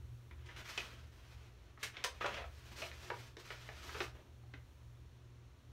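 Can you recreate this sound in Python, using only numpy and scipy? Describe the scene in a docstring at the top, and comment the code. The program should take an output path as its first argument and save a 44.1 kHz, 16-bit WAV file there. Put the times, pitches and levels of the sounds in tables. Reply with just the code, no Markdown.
"""A large picture book is leafed through, spread on the lap and folded open to be held up.
Sheets slide with a grainy rustle, buckle in short snaps and flop against the cover, which thuds.
Both rustle and snaps are swarms of tiny fibre slips. The walls of a small quiet room answer briefly;
ventilation rumble, mains hum and a faint hiss of air lie underneath."""
import sys
import numpy as np
from scipy import signal
from scipy.fft import rfft, irfft
from scipy.io import wavfile

SR = 44100
rng = np.random.default_rng(int(sys.argv[2]) if len(sys.argv) > 2 else 0)


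def dump(signal):
    """Clip the signal to [-1, 1] and save it as 16-bit WAV at the path in sys.argv[1]."""
    limited = np.clip(np.atleast_2d(signal).T, -1, 1)
    pcm = np.round(limited * 32767).astype(np.int16)
    wavfile.write(sys.argv[1], SR, pcm)


N = 252242
T = np.arange(N) / SR


def undb(db):
    """Decibels to gain."""
    return 10 ** (np.asarray(db) / 20)


def unit(x):
    """Scale to rms 1."""
    return x / np.sqrt(np.mean(x ** 2))


def bins_hz(size):
    """FFT bin frequencies, floored at 1 Hz."""
    return np.maximum(np.arange(size // 2 + 1) * SR / size, 1)


def on_log_axis(points, hz):
    """Interpolate (Hz, value) points over log frequency."""
    points_hz, values = np.transpose(points)
    return np.interp(np.log(hz), np.log(points_hz), values)


def colour(x, spectrum):
    """Filter by (Hz, dB) points; rms 1."""
    return unit(irfft(rfft(x) * undb(on_log_axis(spectrum, bins_hz(N))), N))


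def gain_curve(levels):
    """(s, dB) points to gain per sample."""
    return undb(np.interp(T, *np.transpose(levels)))


def drift(rate_hz):
    """Random drift with a spread near 1."""
    return np.interp(T * rate_hz, np.arange(2048), rng.standard_normal(2048))


def ventilation():
    """Ventilation rumbles in the low room modes."""
    # Rumble spectrum. Each row: frequency in Hz, relative level in dB.
    spectrum = [(25, -36), (44, -20), (58.5, 10.5), (66, -12), (71.5, 3), (74, 13.5), (77.5, 8), (84, -6.5),
                (93, -7), (103, 0), (114, -24), (150, -46)]
    # Rumble loudness. Each row: time in seconds, level in dB.
    levels = [(0.0, -55.5), (0.17, -54.5), (0.86, -60.5), (1.16, -56), (1.97, -63), (2.53, -53),
              (2.85, -60.5), (3.18, -57.5), (3.22, -60.5), (4.08, -57.5), (4.51, -58.5), (4.7, -56.5),
              (5.45, -62.5), (5.72, -59)]
    return gain_curve(levels) * colour(rng.standard_normal(N), spectrum)


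def air_hiss(level_db=-67):
    """Faint steady hiss of the air."""
    # Noise floor. Each row: frequency in Hz, relative level in dB.
    spectrum = [(50, -18.5), (133, -15), (170, -21), (320, -20.5), (480, -25.5), (800, -30.5),
                (1150, -29.5), (2000, -33.5), (3100, -34.5), (4400, -37), (4800, -46), (5500, -38.5),
                (7000, -42.5), (7700, -50), (9500, -48), (10400, -62), (11500, -53), (15500, -72)]
    return undb(level_db) * colour(rng.standard_normal(N), spectrum)


def motor_hum(waver_db=3.0, beat_hz=2.3, beat_dip_s=5.14, second_db=-6.5):
    """A motor hums on the mains harmonics; a second, slightly slower, beats against its lowest line."""
    # Hum lines. Each row: frequency in Hz, relative level in dB.
    lines = [(119.8, 2.5), (239.6, -19), (359.4, -18), (408.8, -39), (479.2, -29), (958.4, -25.5)]
    # Hum loudness. Each row: time in seconds, level in dB.
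    levels = [(0, -55), (.28, -57), (.6, -61.5), (2.5, -63.5), (2.9, -60), (5.72, -60)]
    rad_per_hz = 2 * np.pi * (T - beat_dip_s)
    first = sum(undb(db) * np.sin(hz * rad_per_hz) * undb(waver_db * drift(22)) for hz, db in lines)
    second = -np.sqrt(2) * np.sin((lines[0][0] - beat_hz) * rad_per_hz)
    return gain_curve(levels) * unit(unit(first) + undb(second_db) * second)


def fibre_slips(per_s, spread_db, size=N):
    """Paper fibres slip at random moments: many faint impulses, a few strong."""
    happens = rng.random(size) < per_s / SR
    strength = undb(spread_db * np.minimum(rng.exponential(size=size), 4))
    return happens * rng.choice([-1, 1], size) * strength


def slip_click(size=1024):
    """Click of one paper slip, coloured by the microphone's treble dips."""
    # Click spectrum, microphone dips included. Each row: frequency in Hz, gain in dB.
    spectrum = [(110, -22.5), (310, -6), (620, -1.5), (810, -3), (1250, 1.5), (3100, 1.5), (4650, -0.5),
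                (6100, -0.5), (7700, -7.5), (9400, -4), (10400, -10.5), (12400, -4), (15900, 4)]
    cepstrum = irfft(np.log(undb(on_log_axis(spectrum, bins_hz(size)))))
    cepstrum[1:size // 2] *= 2  # fold to minimum phase
    cepstrum[size // 2 + 1:] = 0
    return irfft(np.exp(rfft(cepstrum)))


def ring(x, hz, q):
    """One damped resonance; rms 1."""
    return unit(signal.lfilter(*signal.iirpeak(hz, q, fs=SR), x))


def snap(crumple_ms, edge_hz, sheet_hz, cover_hz, cover_db, sheet_db=-4.0, size=8192):
    """A sheet buckles: an avalanche of slips swells and dies, ringing the sheet and the cover."""
    age = 1000 * np.arange(size) / SR / crumple_ms  # in crumpling times
    swell = np.minimum((age + 0.014) / 0.19, 1)
    burst = fibre_slips(per_s=14000, spread_db=1.6, size=size) * swell * np.exp(-age)
    crack = signal.fftconvolve(burst, slip_click())[:size]
    crack = unit(signal.lfilter(*signal.butter(3, edge_hz, fs=SR), crack))
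    sheet = undb(sheet_db) * ring(crack, sheet_hz, q=3.5)
    cover = undb(cover_db) * ring(crack, cover_hz, q=5.5)
    return unit(crack + sheet + cover) * np.sqrt(0.004 * SR / size)  # energy of 4 ms at rms 1


def page_snaps():
    """Pages snap, flop and tap against the cover."""
    # Snaps. Each row: start in seconds, level in dB, crumpling time in ms, treble edge in Hz,
    # sheet resonance in Hz, cover resonance in Hz, cover level in dB re the crack.
    events = [ (0.3103, -54, 5.3, 2310, 2030, 306, -6), (0.459, -55, 16, 7540, 2800, 410, -18),
              (0.4863, -49.5, 20, 2670, 2030, 460, -30), (0.5626, -53.5, 9.4, 6400, 1690, 520, -20),
              (0.7763, -33, 5.6, 5600, 2300, 480, -34), (1.775, -55, 5.6, 1960, 1180, 420, -30),
              (1.8289, -33.5, 15.5, 10100, 1980, 420, -26), (1.9682, -43, 3.7, 3900, 2260, 530, -20),
              (2.04, -33, 3.5, 8600, 1820, 515, -24), (2.0449, -33, 4.5, 9900, 1270, 525, -11),
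              (2.2087, -35.5, 12.5, 2750, 1330, 470, -18), (2.2430, -32, 10.2, 1690, 1170, 600, -3),
              (2.2560, -34.5, 7.3, 1910, 1100, 577, -17), (2.2618, -39, 2.8, 6160, 2600, 650, -9),
              (2.341, -42, 12, 5700, 2700, 626, -1), (2.3660, -38, 24, 3320, 1720, 600, 8),
              (2.4411, -47, 5.2, 2100, 1320, 605, 3), (2.8174, -38, 14, 4440, 2490, 610, -6),
              (2.9149, -48.5, 1.9, 3530, 2100, 516, -9), (3.1016, -40, 1.3, 3200, 1690, 440, 3),
              (3.104, -37, 1.1, 2100, 1050, 440, -17), (3.3681, -46.5, 2.7, 7000, 1800, 417, 7),
              (3.5039, -41.5, 6, 3080, 1860, 463, -7), (3.6894, -44, 3.5, 1900, 1380, 445, -14),
              (3.8922, -45, 5, 3000, 1180, 420, -26), (3.9443, -40.5, 16, 3120, 1170, 460, -2),
              (4.0035, -33, 6.6, 4020, 1090, 324, -0.5), (4.4325, -64.5, 5.4, 1000, 810, 710, 1),
              (4.537, -47.5, 5.5, 3300, 1810, 254, -2), ]
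    track = np.zeros(2 * N)
    for start_s, level_db, *timbre in events:
        sound = undb(level_db) * snap(*timbre)
        start = int(start_s * SR)
        track[start:start + len(sound)] += sound
    return track[:N]


def hand_stroke(start_s, length_s, swell_db, attack_s=0.02, release_s=0.024):
    """Envelope of one push: the sheet gets going, gains or loses speed, then coasts to rest."""
    age_s = T - start_s
    attack = np.clip(age_s / attack_s, 0, 1)
    swell = undb(swell_db * (np.clip(age_s / length_s, 0, 1) - 0.5))
    release = np.exp(-np.maximum(age_s - length_s, 0) / release_s)
    return attack * swell * release


def page_slides(catch_db=1.94):
    """Paper drags over paper, catching and letting go; the same slips rustle, hiss and shake the cover."""
    # Spectra of rustle, hiss and cover rub. Each row: frequency in Hz, relative level in dB.
    rustle_spectrum = [(250, -23), (730, -6), (1250, 4.5), (2050, 3.5), (3250, 1.5), (4600, -14),
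                       (6100, -12), (8000, -27), (15000, -34)]
    hiss_spectrum = [(1600, -48), (4100, 7), (6100, 2.5), (7600, -2.5), (9300, -4.5), (10400, -11),
                     (12100, -5.5), (15900, -14)]
    rub_spectrum = [(130, 3.5), (290, 5.5), (430, 5.5), (670, -0.5), (810, -5.5), (1650, -34)]
    # Strokes of sheet over sheet. Each row: start in seconds, length in seconds, mid-stroke levels
    # of rustle, hiss and cover rub in dB, swell from start to end in dB.
    strokes = [ (0.369, 0.2, -68.5, -89, -79, 9.5), (.555, 0.063, -57.5, -70.5, -67, -2),
               (0.638, .17, -55.5, -64.5, -78, 7), (0.818, 0.26, -67.5, -77.5, -73.5, -14),
               (1.107, .23, -70, -79, -79, 3), (1.359, .12, -72.5, -84, -79, 6.5),
               (1.508, .19, -78.5, -92, -78.5, 3), (1.783, 0.047, -64, -73, -73, 12),
               (1.926, 0.11, -58, -87, -69, -4), (2.134, 0.049, -67, -78, -73, -2),
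               (2.201, 0.21, -52, -75.5, -62.5, -5), (2.439, 0.29, -69.5, -75.5, -78, 15),
               (2.752, 0.12, -56.5, -61, -65.5, -1), (2.91, .37, -63.5, -69.5, -69.5, -0.5),
               (3.38, 0.033, -58, -63.5, -71, -1), (3.437, 0.4, -62, -70, -76.5, -3),
               (3.819, 0.22, -58.5, -64.5, -65.5, 8), (4.135, 0.13, -72, -100, -66, -12), ]
    slips = fibre_slips(per_s=4000, spread_db=1.0) * undb(catch_db * drift(50))
    rustle = colour(slips, rustle_spectrum)
    hiss = colour(slips, hiss_spectrum)
    rub = colour(slips, rub_spectrum)
    track = np.zeros(N)
    for start_s, length_s, rustle_db, hiss_db, rub_db, swell_db in strokes:
        friction = undb(rustle_db) * rustle + undb(hiss_db) * hiss + undb(rub_db) * rub
        track += hand_stroke(start_s, length_s, swell_db) * friction
    return track


def wall_echoes(build_s=0.0027, mode_t60_s=0.2, size=22050):
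    """Impulse response of near walls for one spot: a short dense tail and a few ringing modes."""
    # Room decay. Each row: band centre in Hz, time to fall 60 dB in seconds.
    bands = [(205, 0.16), (610, 0.3), (1520, 0.22), (4050, 0.22), (10100, 0.2)]
    # Room modes. Each row: frequency in Hz, level in dB re the dense tail.
    modes = [(358, -20), (677, -20), (960, -19.5), (1228, -45)]
    t = np.arange(size) / SR
    centres_hz, t60s_s = np.transpose(bands)
    noise_bins = rfft(rng.standard_normal(size))
    tail = 0
    for t60_s, weights in zip(t60s_s, np.eye(len(bands))):
        band_gain = on_log_axis(list(zip(centres_hz, weights)), bins_hz(size))
        tail += irfft(noise_bins * band_gain, size) * undb(-60 * t / t60_s)
    tail = unit(tail * (1 - np.exp(-t / build_s)))
    for hz, db in modes:
        tail += undb(db) * unit(np.cos(2 * np.pi * hz * t) * undb(-60 * t / mode_t60_s))
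    return tail / np.sqrt(size)


def room(x, wet_db=-2.12, wander_hz=90, spots=5):
    """Direct sound plus echoes; the sounding spot wanders over the pages, each with its own echoes."""
    shares = np.array([drift(wander_hz) for _ in range(spots)])
    shares /= np.sqrt(np.sum(shares ** 2, axis=0))  # constant total power
    wet = sum(signal.oaconvolve(x * share, wall_echoes())[:N] for share in shares)
    return x + undb(wet_db) * wet


def scene():
    """The book in its room over the background; mono."""
    book = room(page_snaps() + page_slides())
    background = ventilation() + air_hiss() + motor_hum()
    return (book + background)[None]


def record(dry, top_hz=15700):
    """A steep low-pass cuts the top treble."""
    return signal.sosfilt(signal.ellip(10, 0.2, 70, top_hz, fs=SR, output="sos"), dry)


dry = scene()
out = record(dry)
dump(out)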